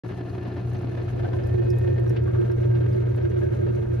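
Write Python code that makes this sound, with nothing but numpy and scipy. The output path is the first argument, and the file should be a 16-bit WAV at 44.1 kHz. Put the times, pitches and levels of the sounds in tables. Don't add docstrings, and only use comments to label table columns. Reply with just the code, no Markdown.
import sys
import numpy as np
from scipy import signal
from scipy.fft import rfft, irfft
from scipy.io import wavfile

SR = 44100
rng = np.random.default_rng(int(sys.argv[2]) if len(sys.argv) > 2 else 0)


def to_wav(s):
    ch = np.atleast_2d(s).T
    pcm = np.round(np.clip(ch, -1, 1) * 32767)
    wavfile.write(sys.argv[1], SR, pcm.astype(np.int16))


N = 176400
T = np.arange(N) / SR
OPPOSED = np.array([[1], [-1]])
PUMP_HZ = 60.0

# (time [s], relative level [dB])
HUM_LEVEL = [(0.06, -35.5), (.4, -35), (.7, -30.5), (1.3, -30), (1.75, -24), (2.35, -23), (2.52, -26.5),
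             (2.72, -21.5), (3.4, -28), (4, -28)]
# (multiple of the pump rate, level at each of the four microphone depths [dB])
PUMP_TONES = [(1, -52.5, -44, -45, -46.5), (3, -43, -48.5, -49.5, -46.5)]
# (frequency [Hz], density [dB])
RUMBLE_SPECTRUM = [(25, -38), (40, -27), (52, -18), (66, -8.5), (76, -11.5), (85, 1.5), (97, 3.5),
                   (112, -4), (130, -2), (143, -10), (158, -12.5), (180, -19), (230, -18.5), (400, -62.5)]
# (time [s], relative level [dB])
RUMBLE_LEVEL = [(0.06, -34), (.5, -36.5), (.65, -30), (.95, -31), (1.3, -28), (1.6, -23.5), (1.9, -27),
                (2.3, -25), (2.55, -29.5), (2.72, -23), (3.05, -25.5), (3.3, -28), (3.65, -22.5), (4, -26)]
# (time [s], left minus right [dB])
BASS_PAN = [(0, 1.7), (1.5, 1.25), (4, -0.45)]
def pump():
    waver_db = 0.72 * drift(9.3)
    hum = from_db(in_time(HUM_LEVEL) + 0.9 + waver_db) * tone(2 * PUMP_HZ)
    hum += sum(by_depth(levels) * tone(multiple * PUMP_HZ) for multiple, *levels in PUMP_TONES)
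    rumble = from_db(in_time(RUMBLE_LEVEL) - 3) * stereo_noise(RUMBLE_SPECTRUM, side_db=-19.5)
    return (hum + rumble) * from_db(OPPOSED * in_time(BASS_PAN) / 2)


THROB_MID = [-42.5, -41, -37, -43.5]
THROB_SIDE = [-61, -39, -29.5, -31.5]
def throb(slosh_hz=7.2, swell=0.56, bend_rad=1.1):
    slosh = glide(slosh_hz * (1 + .2 * drift(5.6))).imag
    wave = rms_one((1 + swell * slosh) * np.sin(2 * np.pi * 6 * PUMP_HZ * T + bend_rad * slosh))
    return wave * (by_depth(THROB_MID) - OPPOSED * by_depth(THROB_SIDE))


def water_flow():
    surge_db = -0.48 * drift(27)
    flutter_db = 2.5 * drift(60)
    pulse = np.exp(0.12 * np.cos(2 * np.pi * PUMP_HZ * T))
    return from_db(surge_db + flutter_db) * pulse


def turbulence(flow, splashes_per_s=72, decay_s=.006):
    sizes = from_db(3 * np.minimum(rng.exponential(1, N), 3))
    onsets = rng.random(N) < splashes_per_s / SR
    power = signal.lfilter([1], [1, -np.exp(-2 / (decay_s * SR))], sizes ** 2 * onsets + 1e-18)
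    rush = white()
    splashes = rms_one(np.sqrt(power) * white())
    return flow * (rush + 0.44 * splashes)


# (frequency [Hz], density [dB])
MID_OUTSIDE = [(170, -3), (300, 5.5), (420, 2), (500, -7), (750, -11.5), (1100, -15.5), (2000, -23),
               (2800, -26), (4300, -32), (5000, -35.5), (7000, -53.5)]
MID_INSIDE = [(170, -3.5), (230, 2.5), (300, -2), (460, 5), (620, -15.5), (800, -17.5), (1100, -21.5),
              (1700, -20.5), (2800, -27), (4200, -32.5), (7000, -56)]
SIDE_OUTSIDE = [(170, -1), (280, 1), (420, 4), (560, -11.5), (800, -7.5), (1200, -18), (1900, -22.5),
                (2700, -26.5), (4500, -34), (7000, -46.5)]
SIDE_INSIDE = [(130, -30), (220, 8), (300, 3), (430, -3.5), (600, 1.5), (800, -29.5), (1100, -29),
               (1700, -33), (2500, -30.5), (4500, -37), (7000, -47.5)]
def churn(flow):
    inside = np.clip(in_time(MIC_DEPTH) / 3, 0, 1)
    def blend(outer, inner):
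        far = colour(turbulence(flow), outer)
        near = colour(turbulence(flow), inner)
        return np.sqrt(1 - inside) * far + np.sqrt(inside) * near
    mid = by_depth([-40, -39, -39.5, -40.5]) * blend(MID_OUTSIDE, MID_INSIDE)
    side = by_depth([-46, -39, -40, -40]) * blend(SIDE_OUTSIDE, SIDE_INSIDE)
    return mid + OPPOSED * side


# (frequency [Hz], width [Hz], level at each of the four depths [dB],
# left minus right [dB], phase between channels [rad])
DRUM_MODES = [(353, 33.3, -49.5, -34, -31.5, -30, -3, 2.95), (528.4, 99, -65, -41, -39, -48.5, -2, 2.58),
              (588, 34, -56, -45.5, -50, -42, 0, 2.61), (675.6, 88, -51, -47, -53.5, -57.5, 1, 0.23),
              (923, 71, -63.5, -63.5, -58, -58, 5, 1.6), (1237, 57, -66, -65, -68.5, -58, 5.5, 2),
              (1387, 23, -62, -62, -65.5, -61, 6.5, 1.9), (1574, 58, -68, -60.5, -58.5, -57, 4.5, 1.57),
              (1646, 120, -69.5, -62, -65.5, -58.5, 1.5, 2), (2142, 75, -68, -63, -67.5, -61.5, 5.5, 2.1),
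              (2720, 190, -67.5, -72.5, -73.5, -74.5, -3, 0.79),
              (4146, 320, -71, -72.5, -79, -85.5, -4, .4)]
def drum(flow):
    drive = flow ** 0.66
    modes = 0
    for hz, width_hz, *levels, pan_db, phase in DRUM_MODES:
        wave = signal.hilbert(resonate(drive * white(), hz, width_hz))
        modes += by_depth(levels) * place(wave, pan_db, phase)
    return modes


# (time [s], relative body level [dB], relative spray level [dB], decay [s])
GURGLES = [(0.088, -41.5, -51, 0.02), (0.382, -38, -64, 0.0087), (0.58, -46, -58, 0.0094),
           (0.744, -44, -51, 0.015), (0.916, -43, -55, 0.0087), (0.973, -39, -51, 0.024),
           (1.079, -41, -48, 0.022), (1.191, -38, -52.5, 0.015), (1.244, -37.5, -49, 0.015),
           (1.33, -49, -49.5, 0.02), (1.386, -41, -53.5, 0.022), (1.493, -42, -58, 0.012),
           (2.163, -41, -41, 0.014), (2.274, -39, -61, 0.018), (2.346, -39.5, -55, 0.023),
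           (2.496, -39, -61, 0.017), (2.629, -46, -49, 0.012), (2.749, -41, -47.5, 0.017),
           (3.25, -33.5, -48.5, .009), (3.53, -39, -52, .016), (3.85, -40, -64, 0.011)]
# (frequency [Hz], density [dB])
BODY_SPECTRUM = [(250, -23), (500, 2.5), (750, -5), (1100, -11), (1600, -4), (2300, -26.5), (4000, -38.5)]
SPRAY_SPECTRUM = [(1000, -13), (2000, 3.5), (3000, 0), (5500, -16.5), (10000, -42.5)]
def gurgles(rise_s=0.0017):
    body = spray = 0
    for start, body_db, spray_db, decay_s in GURGLES:
        envelope = burst(start, rise_s, decay_s)
        body += from_db(body_db + 1) * envelope
        spray += from_db(spray_db + 1) * envelope
    return body * stereo_noise(BODY_SPECTRUM, 0.5) + spray * stereo_noise(SPRAY_SPECTRUM, -3)


# (time [s], pitch [Hz], relative level [dB])
BUBBLES = [(1.243, 711, -35.5), (1.244, 1530, -44.5), (1.33, 1526, -46.5), (1.334, 1020, -41.5),
           (2.271, 1130, -46), (2.347, 1140, -46), (3.417, 1640, -47), (3.43, 1638, -48.5)]
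def bubbles(decay_s=.014, rise_per_s=.8):
    rings = 0
    for start, hz, db in BUBBLES:
        pitch = hz * (1 + rise_per_s * np.maximum(T - start, 0))
        rings += from_db(db + 5) * burst(start, 2 / hz, decay_s) * glide(pitch)
    return place(rings, pan_db=5, phase=1.2)


# (time [s], ring [Hz], relative ring level [dB], relative snap level [dB])
DRIPS = [(0.2943, 4420, -56, -81), (0.7328, 6450, -64, -67), (0.7647, 5960, -62, -77.5),
         (1.4367, 5130, -57.5, -80), (1.471, 4500, -68, -62), (1.7025, 5130, -47, -59),
         (1.785, 5210, -70, -56), (1.9964, 5260, -73, -66), (2.075, 5800, -59.5, -69),
         (2.0947, 5500, -59, -58), (2.238, 5000, -67, -75), (2.516, 5250, -60, -64.5),
         (2.719, 4900, -70, -74.5), (2.929, 4730, -59, -67.5), (2.962, 4730, -69.5, -69),
         (3.1604, 4800, -76, -63), (3.2236, 5280, -64.5, -79)]
# (frequency [Hz], density [dB])
SNAP_SPECTRUM = [(3000, -13), (6000, 1), (9000, 0.5), (11500, 9.5), (15500, -10)]
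def drips(ring_s=0.0061, snap_s=0.0019, spatter_s=0.011):
    rings = snaps = 0
    for start, hz, ring_db, snap_db in DRIPS:
        ring = burst(start, 0.00046, ring_s) * resonate(white(), hz, width_hz=420)
        rings += from_db(ring_db + 3) * ring
        spatter = from_db(-13) * burst(start, snap_s, spatter_s)
        snaps += from_db(snap_db + 9) * (burst(start, 0.00048, snap_s) + spatter)
    return rings + snaps * stereo_noise(SNAP_SPECTRUM, side_db=-4)


# (time [s], pitch [Hz], relative level [dB])
HOLLOW_RING = [(.4, 1747, -57.5), (.9, 1747, -62), (1.3, 1745, -56.5), (1.7, 1820, -54.5),
               (2.03, 1803, -53), (2.3, 1800, -68.5)]
def hollow_ring(flow, width_hz=29):
    times, hz, db = np.transpose(HOLLOW_RING)
    gain = flow * from_db(np.interp(T, times, db) - 1.5)
    band = (drift(width_hz) + 1j * drift(width_hz)) * glide(np.interp(T, times, hz))
    return place(gain * band, pan_db=7.5, phase=1.2)


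# (time [s], level [dB])
WHISTLE_LEVEL = [(1.3, -70), (1.62, -61), (1.9, -60), (1.98, -68), (2.35, -73)]
def whistle(hz=2523, waver_hz=9):
    gain = from_db(in_time(WHISTLE_LEVEL) + 2 * drift(6.7))
    return gain * rms_one(glide(hz + waver_hz * drift(23)).real)


# (frequency [Hz], density [dB])
HISS_MID = [(4000, 4.5), (6500, 14.5), (8000, -19.5), (9500, 10), (12000, 6.5), (13500, -10),
            (16000, -13.5)]
HISS_SIDE = [(3000, -7.5), (7500, 3), (9500, -2), (11500, -23.5), (13500, -9.5), (15700, -1.5)]
def hiss():
    flicker = from_db(2.5 * drift(25))
    mid = from_db(-73) * colour(white(), HISS_MID)
    side = from_db(-69) * colour(white(), HISS_SIDE)
    return flicker * (mid + OPPOSED * side)


# (time [s], depth [0 outside, 1 at the door, 2 drum's mouth, 3 deep inside])
MIC_DEPTH = [(0, 0), (.6, .15), (1.05, .5), (1.3, 1.05), (1.6, 1.95), (2.0, 2.1), (2.27, 2.95), (4, 3)]
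def by_depth(levels_db):
    return from_db(np.interp(in_time(MIC_DEPTH), np.arange(len(levels_db)), levels_db))


def place(wave, pan_db, phase):
    return np.real(wave * from_db(OPPOSED * pan_db / 2) * np.exp(.5j * OPPOSED * phase))


def stereo_noise(spectrum, side_db):
    mid, side = colour(white(), spectrum), colour(white(), spectrum)
    return rms_one(mid + from_db(side_db) * OPPOSED * side)


def from_db(db):
    return 10 ** (np.asarray(db) / 20)


def rms_one(x):
    return x / np.sqrt(np.mean(x ** 2) + 1e-20)


def in_time(rows):
    return np.interp(T, *np.transpose(rows))


def white():
    return rng.standard_normal(N)


def drift(hz):
    step, settle = 40, 2000
    pole = np.exp(-2 * np.pi * hz * step / SR)
    noise = rng.standard_normal(N // step + settle + 2)
    slow = signal.lfilter([1], [1, -2 * pole, pole * pole], noise)[settle:]
    return np.interp(np.arange(N) / step, np.arange(len(slow)), rms_one(slow))


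def colour(x, spectrum):
    hz, db = np.transpose(spectrum)
    octave = np.log2(np.maximum(np.arange(N // 2 + 1) * SR / N, 1))
    known = np.log2(hz)
    beyond = np.abs(octave - np.clip(octave, known[0], known[-1]))
    gain = from_db(np.interp(octave, known, db) - 36 * beyond)
    return rms_one(irfft(rfft(x) * gain, N))


def resonate(x, hz, width_hz):
    r = np.exp(-np.pi * width_hz * np.sqrt(2) / SR)
    section = [1 - r, 0, r - 1, 1, -2 * r * np.cos(2 * np.pi * hz / SR), r * r]
    return rms_one(signal.sosfilt([section, section], x))


def burst(start, rise_s, decay_s):
    age = np.maximum(T - start, 0)
    return (1 - np.exp(-age / rise_s)) * np.exp(-np.minimum(age / decay_s, 40))


def tone(hz):
    return np.sqrt(2) * np.sin(2 * np.pi * (hz * T + rng.random()))


def glide(hz):
    return np.exp(2j * np.pi * (np.cumsum(hz) / SR + rng.random()))


def scene():
    flow = water_flow()
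    running = pump() + throb() + churn(flow) + drum(flow) + hollow_ring(flow) + whistle()
    return running + gurgles() + bubbles() + drips() + hiss()


def record(dry, start_s=.035, cutoff_hz=15800):
    opened = np.clip((T - start_s) / .003, 0, 1)
    lowpass = signal.ellip(10, .1, 80, cutoff_hz, fs=SR, output="sos")
    return signal.sosfilt(lowpass, dry * opened)


dry = scene()
out = record(dry)
to_wav(out)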